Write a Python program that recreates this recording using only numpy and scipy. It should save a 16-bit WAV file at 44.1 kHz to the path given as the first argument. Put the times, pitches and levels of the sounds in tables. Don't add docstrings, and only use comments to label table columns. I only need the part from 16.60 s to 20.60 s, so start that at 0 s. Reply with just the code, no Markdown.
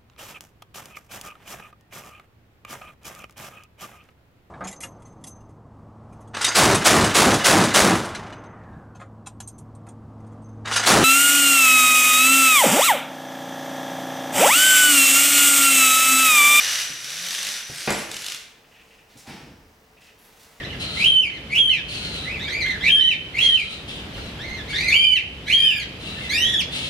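import sys
import numpy as np
from scipy import signal
from scipy.fft import rfft, irfft, next_fast_len
from scipy.io import wavfile
from scipy.ndimage import map_coordinates

SR = 44100
rng = np.random.default_rng(int(sys.argv[2]) if len(sys.argv) > 2 else 0)


def put_to_file(sound):
    columns = np.atleast_2d(sound).T
    safe = np.clip(columns, -1, 1)
    whole_steps = np.round(safe * 32767)
    wavfile.write(sys.argv[1], SR, whole_steps.astype(np.int16))


N = 4 * SR


def servos():
    # time_s, level_db
    effort = [(0, -22), (.14, -23.5), (.2, -25), (.27, -32), (.39, -36.5), (.46, -32.5), (.63, -30),
              (.78, -28.5), (.9, -29), (.98, -30), (1.05, -40), (1.14, -34.5), (1.19, -31.5), (1.33, -31),
              (1.42, -33.5), (1.48, -44.5), (1.52, -35), (1.62, -35), (1.72, -33.5), (1.77, -39.5),
              (1.81, -52), (1.9, -65)]
    # freq_hz, level_db
    gear_colour = [(200, -23), (420, -20.5), (618, -13.5), (1000, -16), (1450, -5), (2200, -3),
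                   (2860, -4.5), (4260, -4), (5930, -2.5), (6700, -7), (11900, -13.5), (16000, -31)]
    # centre_hz, width_hz
    case_modes = [(1785, 290), (2910, 190), (3700, 660)]
    # time_s, then level_db of each of the three
    case_levels = [(.15, -15.5, -12, -13), (.5, -31, -17, -9), (.9, -35, -22, -11),
                   (1.5, -21, -15.5, -29.5)]
    # time_s, level_db
    whine_levels = [(0, -31.5), (.4, -43), (.7, -40), (1.1, -42.5), (1.19, -100)]
    shaft_hz, sway_db = 91.3, 1.3
    whine_hz, whine_width_hz = 5900, 300
    shaft_angle = phase(shaft_hz * (1 + 0.068 * wobble(23)))
    sway = amp(sway_db * np.sin(shaft_angle))
    rasp = sum(amp(db) * resonate(sway * teeth(), [(hz, width, 0)])
               for (hz, width), db in zip(case_modes, curves(case_levels)))
    whir = amp(-1.96) * coloured(sway * teeth(), gear_colour) + rasp
    whine = resonate(white(), [(whine_hz, whine_width_hz, 0)])
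    return amp(curves(effort)[0]) * whir + amp(curves(whine_levels)[0]) * whine


def teeth(contacts_per_s=3000, scatter_db=3):
    clicks = (rng.random(N) < contacts_per_s / SR) * np.sign(white())
    force = amp(scatter_db * np.clip(white(), -2, 2))
    return unit(unit(clicks * force) + amp(-6) * white())


def ticks():
    # start_s, level_db
    snaps = [(.112, -12), (.134, -12), (.156, -14), (.188, -12), (.216, -14), (.444, -17), (.504, -17),
             (.665, -15), (.686, -15), (.707, -13), (.728, -14), (.748, -15), (.788, -16), (.829, -13),
             (.849, -15), (.868, -12), (.888, -13), (1.514, -15), (1.542, -20), (1.566, -16.5), (1.62, -19),
             (1.643, -19), (1.6635, -15), (1.683, -15), (1.6995, -17), (1.72, -18), (1.746, -18)]
    # freq_hz, level_db
    snap_colour = [(1200, -11.5), (2750, 4.5), (3800, 1.5), (5500, 1.5), (12000, -9), (16000, -28)]
    bursts = sum(amp(db - 2) * strike(s, rise_s=.001, t60_s=.017) for s, db in snaps)
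    return bursts * coloured(white(), snap_colour)


def knock():
    # start_s, body_db, crack_db
    contacts = [(1.275, -14.5, -42), (1.2935, -23.5, -33), (1.3044, -21.5, -19), (1.323, -32, -22.5)]
    # freq_hz, level_db
    body_colour = [(30, -42), (60, -11), (110, -8.5), (180, 5), (290, -0.5), (420, -0.5), (637, -4.5),
                   (862, -2), (1000, -9), (1450, -11), (2130, -6.5), (2570, -7.5), (2900, -15),
                   (5000, -19.5), (7500, -55)]
    # freq_hz, level_db
    crack_colour = [(300, -18), (2000, -1.5), (4500, -9), (8000, -2), (12000, -9), (16000, -30)]
    body = sum(amp(db) * strike(s, rise_s=.00049, t60_s=.11) for s, db, _ in contacts)
    crack = sum(amp(db) * strike(s, rise_s=.0004, t60_s=.03) for s, _, db in contacts)
    return body * coloured(white(), body_colour) + crack * coloured(white(), crack_colour)


def squeaks(jitter=.025):
    # start_s, length_s, level_db, pitch_hz, glide_hz_per_s
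    slides = [(.737, .011, -32, 9100, 0), (1.17, .04, -38.5, 8550, -6000), (1.322, .04, -37, 7750, -6000),
              (1.368, .032, -37, 10000, -7500)]
    out = np.zeros(N)
    for s, length, db, hz, glide in slides:
        pitch = hz * (1 + jitter * wobble(1700)) + glide * np.clip(clock() - s, 0, length)
        out += amp(db) * gate(s, length, attack_s=.0065, release_s=.006) * np.sin(phase(pitch))
    return out


def bumps():
    # start_s, level_db, pitch_hz
    hits = [(0.293, -39.5, 158.5), (1.093, -33, 138.4), (1.488, -35.5, 176), (2.554, -42, 224)]
    # freq_hz, level_db
    thump_colour = [(40, -23), (130, -6.5), (300, -9), (650, -17.5), (1500, -32), (6000, -67)]
    thump = coloured(white(), thump_colour)
    out = np.zeros(N)
    for s, db, hz in hits:
        note = amp(-3) * np.sin(2 * np.pi * hz * (clock() - s))
        out += amp(db) * strike(s, rise_s=.004, t60_s=.13) * (note + thump)
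    return out


def drive():
    # time_s, pitch_hz, level_db
    run = [(.42, 125, -66), (.49, 135.2, -58), (.58, 165.6, -58), (.66, 181, -50), (.72, 189.3, -64),
           (.9, 213.7, -57), (.99, 206.3, -88)]
    # harmonic_number, level_db
    harmonics = [(1, 4.5), (2, -8), (3, -4), (4, -7)]
    hz, db = curves(run)
    turn = phase(hz * (1 + 0.0063 * wobble(38.7)))
    return amp(db) * sum(amp(level) * np.sin(k * turn) for k, level in harmonics)


def twitches(grain_db=3):
    # start_s, length_s, level_db
    buzzes = [(2.043, .014, -56.5), (2.114, 0.11, -53.5), (2.305, 0.048, -55.5), (2.38, 0.039, -57.5),
              (3.368, 0.023, -57), (3.409, 0.025, -56.5), (3.444, 0.067, -56)]
    # centre_hz, width_hz, level_db
    modes = [(2016, 600, -2.5), (2540, 920, 3)]
    grain = amp(grain_db * wobble(150))
    bursts = sum(amp(db) * gate(s, length, attack_s=.001, release_s=.006) for s, length, db in buzzes)
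    return grain * bursts * resonate(white(), modes)


def rubs(grain_db=1.5):
    # start_s, length_s, level_db, centre_hz, width_octaves
    strokes = [(2.067, 0.32, -66, 4730, 0.74), (2.487, 0.2, -56.5, 2800, 0.83),
               (2.57, 0.036, -49.5, 6600, 0.53), (3.403, 0.07, -57.5, 4370, 0.76),
               (3.578, .43, -58, 1280, 1.9), (3.584, 0.087, -61, 11500, 0.15),
               (3.792, 0.052, -53.5, 4000, 1.3)]
    friction = sum(amp(db) * gate(s, length, attack_s=.0061, release_s=.014) * band(hz, octaves)
                   for s, length, db, hz, octaves in strokes)
    return friction * amp(grain_db * wobble(120))


def thud():
    # start_s, level_db, centre_hz, width_octaves, rise_s, t60_s
    layers = [(2.664, -39, 2140, 0.77, 0.01, 0.65), (2.65, -43, 810, 0.22, 0.013, 0.52),
              (2.673, -37.5, 180, 0.81, 0.0039, .58), (2.8, -46, 177, 0.83, 0.019, .8),
              (2.76, -47.5, 70, 0.67, .025, 1.64), (2.666, -51.5, 5200, 0.12, .006, 0.92),
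              (2.668, -49, 8100, 0.32, .008, 0.25)]
    return sum(amp(db) * strike(s, rise, t60) * band(hz, octaves)
               for s, db, hz, octaves, rise, t60 in layers)


def off_centre(pair):
    # freq_hz, left_minus_right_db
    balance = [(60, 2.5), (240, -1.5), (3800, 0)]
    # freq_hz, left_lead_rad
    lead = [(60, 0.27), (500, -0.54), (3200, -0.38)]
    sides = np.array([[.5], [-.5]])
    return filtered(pair, lambda f: amp(sides * along(balance, f)) * np.exp(1j * sides * along(lead, f)))


def room(dry, wet_db, step_s=.2, build_s=.0057):
    # freq_hz, t60_s
    decay_times = [(100, 0.46), (500, 0.72), (2000, 0.79), (5000, 0.57), (12000, 0.45)]
    # freq_hz, side_db
    tail_width = [(60, -25), (200, -15), (500, -9.5), (1200, -5.5), (4000, -8), (9000, -5), (12000, -11.5)]
    step = int(step_s * SR)
    hz, t = np.fft.rfftfreq(256, 1 / SR), np.arange(0, SR, 128) / SR
    decay = amp(-60 * t / along(decay_times, hz)[:, None]) * (1 - np.exp(-t / build_s))
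    padded = np.pad(dry, (step, 2 * step))
    fade = signal.windows.cosine(2 * step)
    wet = np.zeros((2, N + 2 * SR))
    for i in range(0, N + step, step):
        random_phase = np.exp(2j * np.pi * rng.random((2, *decay.shape)))
        tail = signal.istft(decay * random_phase)[1]
        tail /= np.linalg.norm(tail, axis=1, keepdims=True)
        send = padded[i:i + 2 * step] * fade
        echo = signal.fftconvolve(send[None], tail, axes=1)
        wet[:, i:i + echo.shape[1]] += echo
    mid, side = amp(wet_db) * wet[:, step:step + N]
    return stereo(dry + mid, side, tail_width) / np.sqrt(1 + amp(wet_db) ** 2)


def air(air_db=-58, fan_db=-67.5, fan_hz=445.5):
    # freq_hz, level_db
    air_colour = [(15, -55), (25, -6), (76, -6.5), (161, -9), (223, -6), (344, -12), (480, -10), (800, -11),
                  (2410, -21), (3400, -27), (9500, -34.5), (15000, -28)]
    # freq_hz, side_db
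    air_width = [(60, -29), (250, -13.5), (600, -8), (3000, 3), (13000, -12)]
    mid, side = [amp(air_db) * coloured(white(), air_colour)
                 + amp(fan_db) * resonate(white(), [(fan_hz, 40, 0)]) for _ in range(2)]
    return stereo(mid, side, air_width)


def amp(db):
    return 10 ** (np.asarray(db) / 20)


def unit(x):
    return x / np.sqrt(np.mean(x ** 2) + 1e-20)


def clock():
    return np.arange(N) / SR


def phase(hz):
    return 2 * np.pi * np.cumsum(hz) / SR


def along(points, hz):
    freqs, values = np.transpose(points)
    return np.interp(np.log(hz + 1), np.log(freqs + 1), values)


def curves(rows):
    times, *columns = np.transpose(rows)
    return [np.interp(clock(), times, column) for column in columns]


def wobble(knots_per_s):
    return map_coordinates(rng.standard_normal(N // 20), [clock() * knots_per_s], mode="wrap")


def strike(start_s, rise_s, t60_s):
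    out = np.zeros(N)
    start = int(start_s * SR)
    t = clock()[:min(N - start, int(2 * t60_s * SR))]
    out[start:start + len(t)] = (1 - np.exp(-t / rise_s)) * amp(-60 * t / t60_s)
    return out


def gate(start_s, length_s, attack_s, release_s):
    t = clock() - start_s
    return np.clip(t / attack_s, 0, 1) * np.exp(-np.maximum(t - length_s, 0) / release_s)


def white():
    return rng.standard_normal(N)


def filtered(x, response):
    size = next_fast_len(N + SR // 4)
    return irfft(rfft(x, size) * response(np.fft.rfftfreq(size, 1 / SR)), size)[..., :N]


def coloured(x, points):
    return unit(filtered(x, lambda f: amp(along(points, f))))


def band(hz, octaves):
    return unit(filtered(white(), lambda f: 1 / (1 + (np.log2((f + 1) / hz) / octaves) ** 2 / 4) ** 2))


def resonate(x, modes):
    def response(f):
        return sum(amp(db) * (1j * f * width / (hz * hz - f * f + 1j * f * width)) ** 2
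                   for hz, width, db in modes)
    return unit(filtered(x, response))


def stereo(mid, side, width):
    side = filtered(side, lambda f: amp(along(width, f)))
    return np.array([mid + side, mid - side])


def scene():
    robots = room(servos() + ticks() + drive() + squeaks() + twitches(), wet_db=-4.5)
    impacts = off_centre(room(knock() + bumps(), wet_db=-3.5))
    faint = room(rubs() + thud(), wet_db=-1.5)
    return robots + impacts + faint + air()


def record(dry):
    return filtered(dry, lambda hz: hz < 16500)


dry = scene()
out = record(dry)
put_to_file(out)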